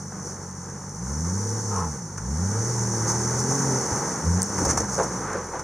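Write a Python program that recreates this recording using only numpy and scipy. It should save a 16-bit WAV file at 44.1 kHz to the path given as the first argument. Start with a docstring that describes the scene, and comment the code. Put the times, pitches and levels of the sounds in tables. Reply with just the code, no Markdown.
"""On a rutted dirt slope a six-cylinder SUV climbs in bursts of throttle towards two microphone ports.
Speed and throttle set the engine levels: the exhaust drones at its firing rate and octave, booms and rasps.
Intake and engine bay noise roars with rattles in it; fan air and trickling sand hiss above.
The tyres scrub and crunch as filtered noise bursts, one slip groans through narrow resonances, and stones
snap as short decaying tones. The unequal ports separate the treble in level and phase."""
import sys
import numpy as np
from scipy import signal
from scipy.fft import rfft, irfft
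from scipy.io import wavfile
from scipy.ndimage import uniform_filter1d

SR = 44100
rng = np.random.default_rng(int(sys.argv[2]) if len(sys.argv) > 2 else 0)


def unload_audio(sound):
    """Save the sound as a 16-bit wav file, at the path given as the first command line argument."""
    columns = np.transpose(np.atleast_2d(sound))
    # keep every value between -1 and 1, then stretch to whole-number steps
    steps = np.round(np.clip(columns, -1, 1) * 32767)
    wavfile.write(sys.argv[1], SR, steps.astype(np.int16))


N = 248283
T = np.arange(N) / SR  # time of each sample [s]

# Engine speed: (time [s], firing rate [Hz])
SPEED = [(0, 49.57), (.6, 45.97), (.93, 49.34), (1.4, 101.3), (1.6, 110.8), (1.72, 102), (2.1, 46.76),
         (2.2, 49.93), (2.45, 94.4), (2.7, 120.8), (3, 111.8), (3.42, 125.4), (3.58, 139.2), (3.85, 124.6),
         (4.23, 78.73), (4.5, 102.9), (4.9, 62.95), (5.18, 61.44), (5.3, 46.92), (5.63, 36.35)]
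# Presses of the pedal: (down [s], opening time [s], up [s], throttle [1 = a hard push])
SURGES = [(.89, 0.22, 1.9, 0.92), (2.09, 0.21, 3.8, 0.97), (3.58, .1, 3.8, 0.89), (4.2, .08, 4.37, 1.05),
          (4.47, 0.031, 5.6, .48)]
# The vehicle comes out past the bushes and nears: (time [s], gain [dB])
APPROACH = [(0, -6), (2.2, -6.5), (3.2, -1.5), (4.1, 0), (4.45, -2.5), (5.15, 0.5), (5.63, -1.5)]
# The vehicle turns and its body screens the tailpipe: (time [s], gain [dB])
TAILPIPE = [(4.6, 0), (5.45, -8)]

# Response of each engine part, before trims and pipe gain: (level off throttle at CRUISE_HZ [dB],
# rise at throttle 1 [dB], rise per doubling of speed [dB], share of the approach gain [1])
TONE_LAW = (-46, 26.5, 1, 0.45)
OCTAVE_LAW = (-40.5, 13, -1, 0.44)
BOOM_LAW = (-33.5, -0.5, 3, .5)
RASP_LAW = (-45.5, 11, 10, 0.4)
ROAR_LAW = (-31, 1, 3.5, 1.32)
HISS_LAW = (-33, 1, 6.5, .5)

# Gain of the exhaust pipe as the drone sweeps through it: (frequency [Hz], gain [dB])
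PIPE_COLOUR = [(45, -4.5), (70, -3), (92, 1), (120, -2), (145, -1.5), (168, 3.5), (195, 4), (218, -7.5),
               (236, -18), (258, -2.5), (280, -1)]
# Third, fourth and fifth multiples of the firing rate: (relative level [dB] of each)
OVERTONE_LEVELS = (0.5, -3.5, -11)
# Unequal cylinders; multiples of three belong to the firing rate:
# (multiple of the crank speed [1], relative level [dB])
ORDERS = [(2, -4.5), (4, -5.5), (5, 1.5), (7, -3), (8, -31), (9, 8), (10, -2), (11, -1), (12, -6.5),
          (13, 1.5)]
# Spectra of the parts, relative levels: (frequency [Hz], level [dB])
BOOM_COLOUR = [(25, -26), (45, -20), (70, -5.5), (105, -7), (142, -5), (165, 3), (192, 1.5), (220, -4.5),
               (270, -13.5), (500, -42)]
RASP_COLOUR = [(80, 3.5), (140, -27), (190, 8), (250, -0.5), (300, -26.5), (345, -4), (410, -1.5),
               (460, 7.5), (510, -13), (650, -49)]
ROAR_COLOUR = [(120, 3.5), (250, -2.5), (340, 0), (390, -2), (460, 1.5), (550, -4), (680, -10), (850, -0.5),
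               (1100, -5), (1500, -7.5), (2000, -15), (2600, -30), (3400, -33.5), (6000, -36)]
HISS_COLOUR = [(1650, -145), (2800, -41), (3600, -32.5), (4820, -17.5), (5650, -0.5), (6240, 4),
               (6710, -1.5), (7800, -15), (9060, -8.5), (9590, -15), (10700, -29), (14400, -31.5),
               (15500, -33)]
TREAD_COLOUR = [(50, 10.5), (550, 9), (680, 1), (820, 5), (1500, 3), (2100, -4), (3000, -16.5), (5000, -13)]

# Tyres scrubbing and crunching in the ruts:
# (time [s], rise [s], fade [s], body resonance [Hz], body level [dB], grit level [dB])
SCRUBS = [(.121, 0.0035, 0.0056, 1070, -35.5, -57), (.2, .07, 0.094, 423, -40, -38),
          (1.03, .05, 0.045, 1000, -44, -41.5), (1.76, 0.038, 0.019, 440, -46, -42),
          (2.1773, 0.001, 0.011, 1220, -32, -33), (3.065, 0.039, 0.021, 972, -31, -24),
          (3.385, 0.0095, 0.014, 895, -44, -26), (3.49, 0.023, 0.022, 834, -28, -29),
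          (3.64, 0.049, 0.075, 420, -30, -51), (3.85, 0.15, 0.16, 799.3, -34.5, -40),
          (3.89, 0.036, 0.03, 105, -30, -39), (3.95, 0.018, 0.023, 187, -26.5, -50),
          (4.576, 0.0076, 0.025, 980, -27, -30), (4.58, 0.048, 0.085, 313, -25.5, -34.5),
          (4.648, 0.0053, 0.0079, 850, -24.5, -22), (4.679, 0.031, 0.011, 1350, -26.5, -23),
          (4.56, 0.11, 0.11, 100.1, -23.5, -49), (4.66, 0.044, 0.052, 563, -30, -46),
          (4.771, 0.0048, 0.014, 1000, -20.5, -19.5), (4.801, 0.0066, 0.012, 350, -24.5, -34),
          (4.87, .07, 0.056, 886, -37, -31.5), (4.973, 0.025, 0.031, 590, -19.5, -40),
          (4.96, 0.028, 0.034, 89, -38, -50), (5.028, 0.0081, 0.0076, 894, -43, -26.5),
          (5.2, .11, 0.068, 1230, -30.5, -53), (5.329, 0.0028, .006, 1178, -47, -33.5),
          (5.32, .035, 0.048, 498, -27, -59), (5.51, 0.047, 0.03, 909, -29.5, -55),
          (5.59, 0.006, 0.0099, 1230, -35.5, -34)]
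# A slipping tyre groans: (time [s], level [dB])
GROAN = [(1.66, -54), (1.72, -33.5), (1.78, -27), (1.84, -31.5), (1.9, -42), (1.96, -77)]
# Its rough tones: (frequency [Hz], relative level [dB])
GROAN_TONES = [(458, -3.5), (890, 1), (1050, 1.5), (1230, -4)]
# Stones snapping: (time [s], ring frequency [Hz], ring level [dB])
STONES = [(4.4188, 8900, -15), (4.4198, 6495, -10), (4.4301, 8415, -10), (4.497, 9000, -33),
          (5.469, 9300, -37)]
# Inequality of the microphone ports: (frequency [Hz], left minus right [dB], left leads by [rad])
PORTS = [(4230, 4, 0), (4640, -16.5, -.4), (5040, 11, 2.4), (5500, 4, 0), (5850, 3.5, -0.53),
         (6360, -5.5, -0.33), (7950, -0.5, 0.81), (8570, 10, .6), (8960, -1.5, -0.43), (10400, 0.5, 0)]

CRUISE_HZ = 100  # firing rate at which the law levels hold
RELEASE_S, OCTAVE_RELEASE_S = 0.12, 0.18  # fall after the pedal lifts; the octave hangs on longer
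EASE_PER_S = 0.14  # the foot eases off during a long press
RING_DB, GAS_DB = -3.5, -4.5  # overtones and gas noise within the boom
TOP_HZ = 15600  # upper band limit


def undb(db):
    """Amplitude ratio: the gain equal to a level in decibels."""
    return 10 ** (np.asarray(db) / 20)


def unit(x):
    """Normalisation: scale to rms 1."""
    return x / np.sqrt(np.mean(x ** 2))


def curves(table):
    """Linear interpolation: the columns of a table as one value per sample."""
    s, *columns = np.transpose(table)
    return [np.interp(T, s, c) for c in columns]


def colour(x, points):
    """Spectral shaping: levels joined over log frequency, falling steeply beyond the ends; rms 1."""
    hz, db = np.transpose(points)
    octave = np.log2(np.fft.rfftfreq(N, 1 / SR) + 1)
    knots = np.log2(hz)
    beyond = np.abs(octave - np.clip(octave, knots[0], knots[-1]))
    level = np.interp(octave, knots, db) - 54 * beyond  # dB per octave outside
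    return unit(irfft(rfft(x) * undb(level), N))


def resonance(x, hz, q):
    """Simple resonance: a second-order band-pass selects one peak; rms 1."""
    return unit(signal.lfilter(*signal.iirpeak(hz, q, fs=SR), x))


def walk(rate):
    """Slow modulation: random steps, rate per second, smoothed twice; rms 1."""
    size = int(SR / rate)
    steps = np.repeat(rng.standard_normal(N // size + 1), size)
    smooth = uniform_filter1d(uniform_filter1d(steps, size), size)
    return unit(smooth[:N])


def grains(per_s, spread_db):
    """Impulsive noise: random tiny impacts with exponentially distributed levels in dB; rms 1."""
    hit = rng.random(N) < per_s / SR
    sign = rng.choice([-1, 1], N)
    size = undb(spread_db * np.minimum(rng.exponential(size=N), 5))
    return unit(hit * sign * size)


def ports(pair, apart):
    """Partial coherence: a shared signal plus an opposed one reaches the two ports."""
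    mid, side = pair
    return mid + apart * side * np.array([[1], [-1]])


def pedal(release_s):
    """Throttle envelope: each press opens, eases off exponentially and closes linearly."""
    throttle = np.zeros(N)
    for down, opening, up, depth in SURGES:
        held = np.maximum(T - down, 0)
        opened = np.minimum(held / opening, 1)
        closing = np.clip(1 - (T - up) / release_s, 0, 1)
        press = opened * np.exp(-EASE_PER_S * held) * closing
        throttle = np.maximum(throttle, depth * press)
    return throttle


def level_db(law, release_s=RELEASE_S):
    """Source level law: throttle, octaves of speed and nearness add in decibels."""
    rest_db, throttle_db, doubling_db, near_share = law
    firing_hz, = curves(SPEED)
    near_db, = curves(APPROACH)
    speed_db = doubling_db * np.log2(firing_hz / CRUISE_HZ)
    return rest_db + throttle_db * pedal(release_s) + speed_db + near_share * near_db


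def pipe(hz):
    """Duct resonance: the exhaust pipe's gain in dB depends on pitch."""
    return np.interp(hz, *np.transpose(PIPE_COLOUR))


def drone(crank, tone_db, octave_db):
    """Periodic excitation: three firings a turn give a deep, clean tone and its octave."""
    firing = 3 * crank
    tone = undb(tone_db - 2.3 + 1.0 * walk(30.37)) * np.cos(firing)
    octave = undb(octave_db - 2.1 + 0.65 * walk(30)) * np.cos(2 * firing - np.pi / 4)
    return np.sqrt(2) * (tone + octave)


def order_line(crank, multiple, flutter_db, wobble):
    """Engine order: a multiple of the crank speed, starting at a random phase and a little unsteady."""
    start_phase = rng.uniform(0, 2 * np.pi)
    phase = multiple * crank + start_phase + wobble * walk(20)
    return undb(flutter_db * walk(12)) * np.cos(phase)


def puffs(crank, depth):
    """Pulsating flow: gas noise swells at every firing."""
    firing = 3 * crank
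    return rng.standard_normal(N) * np.exp(depth * np.cos(firing))


def exhaust(crank, boom_db, rasp_db):
    """Forced resonance: firings and gas ring the silencer, unequal cylinders rasp in the pipe."""
    overtones = sum(undb(db) * order_line(crank, m, flutter_db=1.5, wobble=.35)
                    for m, db in zip((9, 12, 15), OVERTONE_LEVELS))
    ring = undb(RING_DB) * colour(overtones, BOOM_COLOUR)
    gas = undb(GAS_DB) * colour(puffs(crank, depth=0.78), BOOM_COLOUR)
    uneven = sum(undb(db) * order_line(crank, m, flutter_db=2, wobble=.3) for m, db in ORDERS)
    strokes = uneven * (1 + .5 * np.cos(3 * crank))
    return undb(boom_db) * (ring + gas) + undb(rasp_db) * colour(strokes, RASP_COLOUR)


def roar(crank, roar_db):
    """Broadband radiation: intake and engine bay noise, with valve gear and chassis rattling in it."""
    drive = unit(puffs(crank, depth=0.087)) + undb(-4.5) * grains(per_s=400, spread_db=0.5)
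    # a half-strength copy of the clatter comes round again after two turns of the crank
    drive = drive + 0.5 * np.interp(crank - 4 * np.pi, crank, drive)
    return undb(roar_db + 0.43 + 1.0 * walk(24.88)) * colour(drive, ROAR_COLOUR)


def scatter(engine):
    """Diffuse scattering: banks and bushes return noise-smeared copies over a few milliseconds."""
    t = T[:SR // 8]
    tail = rng.standard_normal(len(t)) * np.exp(-t / 0.0066)
    return signal.fftconvolve(engine, tail / np.linalg.norm(tail))[:N]


def hiss(hiss_db):
    """Turbulence and impacts: fan air and trickling sand, coloured by the ringing ports."""
    pair = []
    for _ in range(2):
        air = rng.standard_normal(N)
        sand = undb(-10.5) * grains(per_s=300, spread_db=4.0)
        pair.append(colour(air + sand, HISS_COLOUR))
    return undb(hiss_db - 0.03 + .5 * walk(45)) * ports(pair, apart=.29)


def tyres():
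    """Frictional excitation: each scrub is a resonant burst from the tread and a spray of grit."""
    tread = colour(rng.standard_normal(N) + .5 * grains(per_s=1500, spread_db=0.5), TREAD_COLOUR)
    sprays = [colour(rng.standard_normal(N) + .5 * grains(per_s=2900, spread_db=10.0), HISS_COLOUR)
              for _ in range(2)]
    grit = ports(sprays, apart=0.1)
    out = np.zeros((2, N))
    for s, rise, fade, hz, body_db, grit_db in SCRUBS:
        shape = np.clip((T - s) / rise, 0, 1) * np.exp(-np.maximum(T - s - rise, 0) / fade)
        body = undb(body_db) * resonance(tread, hz, q=1.66)
        out += shape * (body + undb(grit_db) * grit)
    return out


def groan():
    """Stick-slip: rubber on hard dirt, as noise, rings a few narrow resonances."""
    groan_db, = curves(GROAN)
    slips = rng.standard_normal(N)
    tones = sum(undb(db) * resonance(resonance(slips, hz, q=8.2), hz, q=5.6)
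                for hz, db in GROAN_TONES)
    return undb(groan_db) * unit(tones)


def stones(ring_s, crack):
    """Impact: a snapping stone gives a bright crack and a ring of about a millisecond."""
    out, t = np.zeros((2, N)), T[:512]
    envelope = (t / ring_s * np.exp(1 - t / ring_s)) ** 2  # peaks at 1 when t = ring_s
    for s, hz, db in STONES:
        bright = np.diff(rng.standard_normal(len(t) + 1))  # differencing favours the treble
        snap = np.sin(2 * np.pi * hz * t) + crack * resonance(bright, hz, q=2.07)
        start = int(s * SR)
        out[:, start:start + len(t)] += undb(db) * snap * envelope
    return out


def scene():
    """Superposition: engine speed turns the crank and all sources add, the engine straight ahead."""
    firing_hz, = curves(SPEED)
    tailpipe_db, = curves(TAILPIPE)
    unsteady_hz = firing_hz * (1 + .004 * walk(25))
    crank = 2 * np.pi * np.cumsum(unsteady_hz) / SR / 3  # crank angle [rad]
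    tone_db = level_db(TONE_LAW) + pipe(firing_hz)
    octave_db = level_db(OCTAVE_LAW, OCTAVE_RELEASE_S) + pipe(2 * firing_hz)
    rear = drone(crank, tone_db, octave_db) + exhaust(crank, level_db(BOOM_LAW), level_db(RASP_LAW))
    engine = undb(tailpipe_db) * rear + roar(crank, level_db(ROAR_LAW))
    vehicle = ports([engine, scatter(engine)], apart=0.011) + hiss(level_db(HISS_LAW))
    return vehicle + tyres() + groan() + stones(ring_s=0.00038, crack=0.21)


def record(dry):
    """Transfer functions: unequal ports split treble level and phase; a steep low-pass cuts the top."""
    hz, db, lead = np.transpose(PORTS)
    bins = np.fft.rfftfreq(N, 1 / SR)
    half = np.array([[.5], [-.5]])  # each port takes half the inequality
    gain = undb(half * np.interp(bins, hz, db, left=0))
    turn = np.exp(1j * half * np.interp(bins, hz, lead, left=0))
    heard = irfft(rfft(dry) * gain * turn, N)
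    return signal.sosfilt(signal.ellip(10, .2, 80, TOP_HZ, fs=SR, output="sos"), heard)


dry = scene()
out = record(dry)
unload_audio(out)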